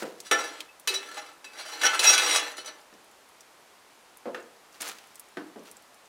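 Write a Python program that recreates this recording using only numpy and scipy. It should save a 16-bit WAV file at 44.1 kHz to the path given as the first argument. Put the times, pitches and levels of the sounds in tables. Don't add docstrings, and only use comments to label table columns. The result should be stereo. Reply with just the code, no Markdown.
import sys
import numpy as np
from scipy import signal
from scipy.fft import rfft, irfft, next_fast_len
from scipy.io import wavfile
from scipy.ndimage import map_coordinates

SR = 44100
rng = np.random.default_rng(int(sys.argv[2]) if len(sys.argv) > 2 else 0)


def store_wav(level_fs):
    pcm = np.round(np.clip(np.atleast_2d(level_fs), -1, 1) * 32767)
    wavfile.write(sys.argv[1], SR, pcm.T.astype(np.int16))


def voltage_ratio(decibels):
    exponent = np.asarray(decibels, float) / 20
    return 10 ** exponent


N = 268128


def unit(x):
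    return x / np.sqrt(np.mean(x ** 2) + 1e-20)


def along(points, hz):
    f, v = np.transpose(points)
    return np.interp(np.log(hz + 1), np.log(f + 1), v)


def wobble(knots_per_s, size=N):
    knots = rng.standard_normal(int(size * knots_per_s / SR) + 4)
    return map_coordinates(knots, [np.arange(size) * knots_per_s / SR], order=1)


def coloured(spectrum, envelope):
    m = next_fast_len(N + 8192)
    gain = voltage_ratio(along(spectrum, np.fft.rfftfreq(m, 1 / SR)))
    noise = envelope * rng.standard_normal(N)
    return irfft(rfft(noise, m) * unit(gain), m)[:N]


def resonate(x, hz, width_hz):
    r = np.exp(-np.pi * max(width_hz, 3) / SR)
    poles = [1, -2 * r * np.cos(2 * np.pi * hz / SR), r * r]
    return np.sqrt((1 - r * r) / 2) * signal.lfilter([1, 0, -1], poles, x)


def sliding_mode(x, hz, width_hz):
    r = np.exp(-np.pi * width_hz / SR)
    turn = np.exp(2j * np.pi * np.cumsum(hz) / SR)
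    baseband = signal.lfilter([1], [1, -r], x * turn.conj())
    return np.sqrt(2 * (1 - r * r)) * (baseband * turn).real


def burst(t60_s, attack_s):
    t = np.arange(SR // 4) / SR
    return rng.standard_normal(len(t)) * voltage_ratio(-60 * t / t60_s) * (1 - np.exp(-t / attack_s))


def add(track, s, sound):
    part = track[round(s * SR):][:len(sound)]
    part += sound[:len(part)]


def above(hz, x):
    return signal.sosfilt(signal.butter(3, hz, "high", fs=SR, output="sos"), x)


def peak(s, db, rise_db_per_s, fall_db_per_s, hold_s=0):
    t = np.arange(N) / SR - s
    rise = rise_db_per_s * np.minimum(t, 0)
    fall = fall_db_per_s * np.maximum(t - hold_s, 0)
    return np.maximum(db + rise - fall, -120)


# [f/Hz, level/dB, gain per pressure/(dB/dB)]
BLADE_MODES = [(300, -18, -0.43), (390, -18.5, 0.18), (470.4, -12, -0.1), (616, -19.5, -0.43),
               (818, -10, 0), (1171, -12, 0.5), (1340, -6, -0.07), (1490, -9.5, 0.25), (1745, -5, -0.08),
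               (2061, -7.5, 0.05), (2446, -11.5, 0.5), (2610, -7.5, 0.05), (3010, -9.5, 0),
               (3340, -11, 0.3), (3845, -10.5, 0.29), (3945, -7.5, 0.06), (4238, -10.5, -0.07),
               (4724, -10, 0.03), (5677, -5.5, 0.29), (5940, -9.5, -0.07), (6515, -15, 0.5),
               (6910, -15.5, 0.14), (7830, -13.5, -0.06), (8760, -14.5, 0.4), (9604, -12, 0.09),
               (10500, -18, -0.2)]
# [t/s, level/dB, dullness/dB]
BLOWS = [(0.312, -10, 6), (0.8738, -8.5, -17), (0.9393, -16.5, -14), (1.113, -32.5, 1.5),
         (1.4432, -30.5, -5), (1.813, -27.5, -2), (1.8333, -14, 2), (1.9926, -7.5, -10), (2.038, -17, -11),
         (2.068, -14, -9), (2.098, -11, -6), (2.178, -12, -7.5), (2.568, -27, -14), (2.58, -26, -3),
         (2.647, -34, -6.5), (2.659, -27, -10.5)]
# [f/Hz, relative density/dB]
GRIT_SPECTRUM = [(180, -48), (300, -15), (500, -3.5), (1500, 0), (3300, -8.5), (9000, -17), (16000, -30.5)]


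def shovel():
    lifted_s = 3.1
    end = round(lifted_s * SR)
    pressure_db, dull_db = (control[:end] for control in contact())
    roughness = unit(voltage_ratio(wobble(70, size=end) + 2.64 * wobble(500, size=end)))
    catching = unit(roughness + 0.85 * crumbs(end))
    lower_hz = np.linspace(930, 2300, num=12) + rng.uniform(-45, 47, size=12)
    crowd_hz = np.append(lower_hz, rng.uniform(2300, 15800, size=70))
    crowd = [(hz, min(along(GRIT_SPECTRUM, hz) - 5, -16), 0) for hz in crowd_hz]
    ring = np.zeros(end)
    for hz, db, favour in BLADE_MODES + crowd:
        low = 1 / (1 + (hz / 2200) ** 3)
        drive_db = pressure_db + favour * (pressure_db + 28.5) + low * (dull_db - 3.5)
        wander_db = 3.6 * wobble(45, size=end) + 2.0 * wobble(11, size=end)
        force = voltage_ratio(drive_db + wander_db - 6.5) * catching * rng.standard_normal(end)
        for s, blow_level_db, blow_dull_db in BLOWS:
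            blow_db = blow_level_db + favour * (blow_level_db + 12.5) + low * blow_dull_db
            blow_db += 2.4 * rng.standard_normal()
            add(force, s, voltage_ratio(blow_db - 2.5) * burst(t60_s=0.0088, attack_s=0.00017))
        pitch_hz = hz * (1 + 0.014 * low * wobble(9, size=end))
        width_hz = 20 + 0.0009 * hz
        ring += voltage_ratio(db) * sliding_mode(force, pitch_hz, width_hz)
    rubbing = voltage_ratio(pressure_db + 0.59 * dull_db - 7.0) * catching
    struck = np.pad(ring + floor_thud(end), (0, N - end))
    scrape = coloured(GRIT_SPECTRUM, np.pad(rubbing, (0, N - end)))
    return above(262, struck + scrape)


def floor_thud(size):
    thud = np.zeros(size)
    for s, db, dull_db in BLOWS:
        add(thud, s, voltage_ratio(db + 0.7 * dull_db - 21.0) * burst(t60_s=0.3, attack_s=0.0014))
    return resonate(thud, hz=480, width_hz=194)


def crumbs(size):
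    grains_per_s, decay_s = 300, 0.001
    hit = rng.random(size) < grains_per_s / SR
    strength = rng.exponential(size=size)
    return unit(signal.lfilter([1], [1, -np.exp(-1 / (decay_s * SR))], hit * voltage_ratio(4.6 * strength)))


# [t/s, level/dB]
DRAG_STROKES = [
    [(.315, -46), (.37, -45), (.44, -39), (.58, -51.5), (.66, -59)],
    [(.877, -31), (.94, -38), (1.0, -45.5), (1.13, -54), (1.26, -52.5), (1.34, -58)],
    [(1.445, -66), (1.56, -49), (1.6, -45), (1.8, -44), (1.82, -30.5), (1.97, -37.5), (2.04, -23.5),
     (2.16, -29), (2.2, -24), (2.3, -25.5), (2.355, -23), (2.405, -37), (2.5, -41), (2.56, -56.5),
     (2.8, -59.5)],
]


def drag():
    t = np.arange(N) / SR
    s, db = np.transpose(np.concatenate(DRAG_STROKES))
    touching = sum((t >= rows[0][0]) & (t <= rows[-1][0]) for rows in DRAG_STROKES) > 0
    return np.where(touching, np.interp(t, s, db), -120)


# [t/s, level/dB, dullness/dB]
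DIGS = [(0.269, -40, -10), (0.393, -32.5, 10), (1.181, -36.5, 8.5), (1.594, -36, 5.5), (1.69, -36, -4),
        (1.728, -35.5, -1.5), (1.852, -20, 3.5), (1.949, -31, 16.5), (2.056, -21.5, -1),
        (2.079, -15, -13.5), (2.131, -14.5, -5), (2.682, -44, 16)]


def contact():
    drag_db = drag()
    parts = [(drag_db, 3.5 - 0.2249 * (drag_db + 41))]
    for s, db, dull_db in DIGS:
        parts.append((peak(s, db, rise_db_per_s=449, fall_db_per_s=558), dull_db))
    for s, db, dull_db in BLOWS:
        parts.append((peak(s, db - 11.5, rise_db_per_s=SR, fall_db_per_s=491), dull_db))
    power = sum(voltage_ratio(2 * db) for db, dull_db in parts)
    dullness_db = sum(voltage_ratio(2 * db) * dull_db for db, dull_db in parts) / power
    return 10 * np.log10(power), dullness_db


# [t/s, f/Hz, level/dB]
SQUEALS = [(.313, 5677, -27), (0.319, 1340, -23), (.32, 1745, -23.5), (.317, 515, -28), (.38, 5677, -37.5),
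           (.685, 2606, -51), (.9, 390, -37), (.874, 3945, -36), (0.875, 2610, -31), (.937, 5677, -34),
           (.948, 3945, -31), (1.17, 818, -41), (1.175, 1745, -42), (1.455, 2610, -48.5), (1.59, 4310, -44),
           (1.833, 1745, -22.5), (1.833, 1490, -25), (1.845, 5677, -22), (2.06, 5677, -19),
           (2.068, 3945, -19), (2.128, 8760, -28.5), (2.575, 3010, -43), (2.58, 4320, -48.5),
           (2.655, 6030, -43), (2.67, 626, -46), (2.668, 4330, -47)]


def squeals():
    rise_s, hold_s = 0.005, 0.033
    out, t = np.zeros(N), np.arange(SR // 8) / SR
    shape = np.sqrt(2) * (1 - np.exp(-t / rise_s)) * np.exp(-(t / hold_s) ** 3)
    for s, hz, db in SQUEALS:
        pitch_hz = hz * (1 + 0.0048 * wobble(85.0, size=len(t)))
        level = voltage_ratio(db + 2.2 * wobble(122, size=len(t)))
        add(out, s, level * shape * np.sin(2 * np.pi * np.cumsum(pitch_hz) / SR))
    return out


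# [t/s, level/dB, f/Hz]
TICKS = [(0.2028, -25, 6400), (0.605, -20, 3070), (0.7972, -34, 10500), (3.407, -35, 5900),
         (4.171, -37, 10500), (4.8097, -27, 6960), (4.818, -21, 9100), (4.8576, -29, 4420),
         (4.878, -25.5, 6200), (4.885, -25, 9300), (4.9851, -31.5, 3070), (5.156, -33.5, 7800),
         (5.196, -28.5, 10500), (5.7133, -32.5, 8900), (5.768, -37.5, 7640)]


def ticks():
    out = np.zeros(N)
    for s, db, hz in TICKS + crackle():
        snap = burst(t60_s=0.013, attack_s=0.0001)
        snap = snap + 0.38 * burst(t60_s=0.058, attack_s=0.00076)
        crack = above(0.11 * hz, resonate(snap, 1.01 * hz, width_hz=0.64 * hz))
        glass = resonate(snap, hz, width_hz=240)
        add(out, s, voltage_ratio(db - 7.5) * (crack + 0.37 * glass))
    return out


def crackle():
    ticks_per_s = 6.2
    s, size, pitch = rng.random((round(ticks_per_s * N / SR), 3)).T
    return list(zip(s * N / SR, -46 + np.log(1 - size), 5000 + 6000 * pitch))


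# [t/s, hold/s, level/dB]
SLIDES = [(0, 0.0077, -39.5), (4.736, 0.022, -56.5), (4.805, 0.082, -39.5), (5.651, 0.029, -54.5)]
# [f/Hz, relative density/dB]
ASH_SPECTRUM = [(100, -47), (200, -7.5), (1340, -1.5), (6000, -7.5), (16000, -19)]


def pour():
    sliding = np.zeros(N)
    for s, hold_s, db in SLIDES:
        sliding += voltage_ratio(peak(s, db, 8000, 341, hold_s))
        sliding += voltage_ratio(peak(s, db - 16, SR, 35, hold_s))
    clumps = voltage_ratio(2.0 * wobble(120) + 3.0 * wobble(900))
    return coloured(ASH_SPECTRUM, sliding * clumps)


# [t/s, level/dB, board f/Hz, heel level re footfall/dB]
STEPS = [(0.023, -24, 436, -17.5), (2.926, -46.5, 202, -11), (4.2565, -28, 480, -20),
         (4.272, -29.5, 480, -30), (4.3455, -34, 457, -1), (4.367, -40, 445, -14),
         (5.3703, -28.5, 300, -10), (5.559, -35, 233, -23), (5.586, -41, 480, -37)]


def steps():
    out = np.zeros(N)
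    for s, db, hz, heel_db in STEPS:
        rattle = burst(t60_s=0.22, attack_s=0.001)
        rattle[0] += 9
        board = resonate(resonate(rattle, hz, width_hz=70), hz, width_hz=710)
        boom = resonate(resonate(rattle, hz=252, width_hz=640), hz=300, width_hz=320)
        strike = burst(t60_s=0.22, attack_s=0.0003) + 3.0 * burst(t60_s=0.035, attack_s=0.00038)
        knock = resonate(resonate(strike, hz=1450, width_hz=450), hz=1500, width_hz=2800)
        heel = knock + 0.5 * resonate(strike, hz=2600, width_hz=1900)
        add(out, s, voltage_ratio(db - 23.5) * (board + 1.51 * boom) + voltage_ratio(db + heel_db - 11.0) * heel)
    return out


# [f/Hz, t60/s]
KITCHEN_DECAY = [(200, 0.62), (1000, 0.48), (4000, 0.26), (12000, 0.022)]


def kitchen(x):
    delay_s = 0.006
    out, hop = np.zeros(N + SR), SR // 4
    for start in range(0, N, hop):
        hz, t, z = signal.stft(rng.standard_normal(SR // 2), SR, nperseg=256)
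        decay = voltage_ratio(-60 * t / along(KITCHEN_DECAY, hz)[:, None])
        tail = signal.istft(z * decay, SR, nperseg=256)[1]
        answer = signal.fftconvolve(x[start:start + hop], tail / np.linalg.norm(tail))
        add(out, start / SR + delay_s, answer)
    return out[:N]


# [f/Hz, relative density/dB]
AIR_SPECTRUM = [(15, -41), (25, -16), (111, -14), (349, -3), (952, 0.5), (1600, -4.5), (10400, -16),
                (15200, -23), (16500, -48)]


def air():
    return coloured(AIR_SPECTRUM, voltage_ratio(-56))


def scene():
    iron, snaps, shoes, coals = shovel() + squeals(), ticks(), steps(), pour()
    echo = kitchen(voltage_ratio(-10.0) * iron + voltage_ratio(-27.0) * snaps + voltage_ratio(-12.0) * shoes + voltage_ratio(-15.5) * coals)
    mono = above(163, iron + snaps + shoes + coals + echo) + air()
    return np.tile(mono, (2, 1))


def roll_off(x):
    return signal.sosfilt(signal.butter(12, 16650, fs=SR, output="sos"), x)


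def record(dry):
    top_hz = 15900
    limited = signal.sosfilt(signal.ellip(8, 0.5, 50, top_hz, fs=SR, output="sos"), dry)
    faint_noise = voltage_ratio(-80.0) * rng.standard_normal(dry.shape)
    return roll_off(limited + faint_noise)


dry = scene()
out = record(dry)
store_wav(out)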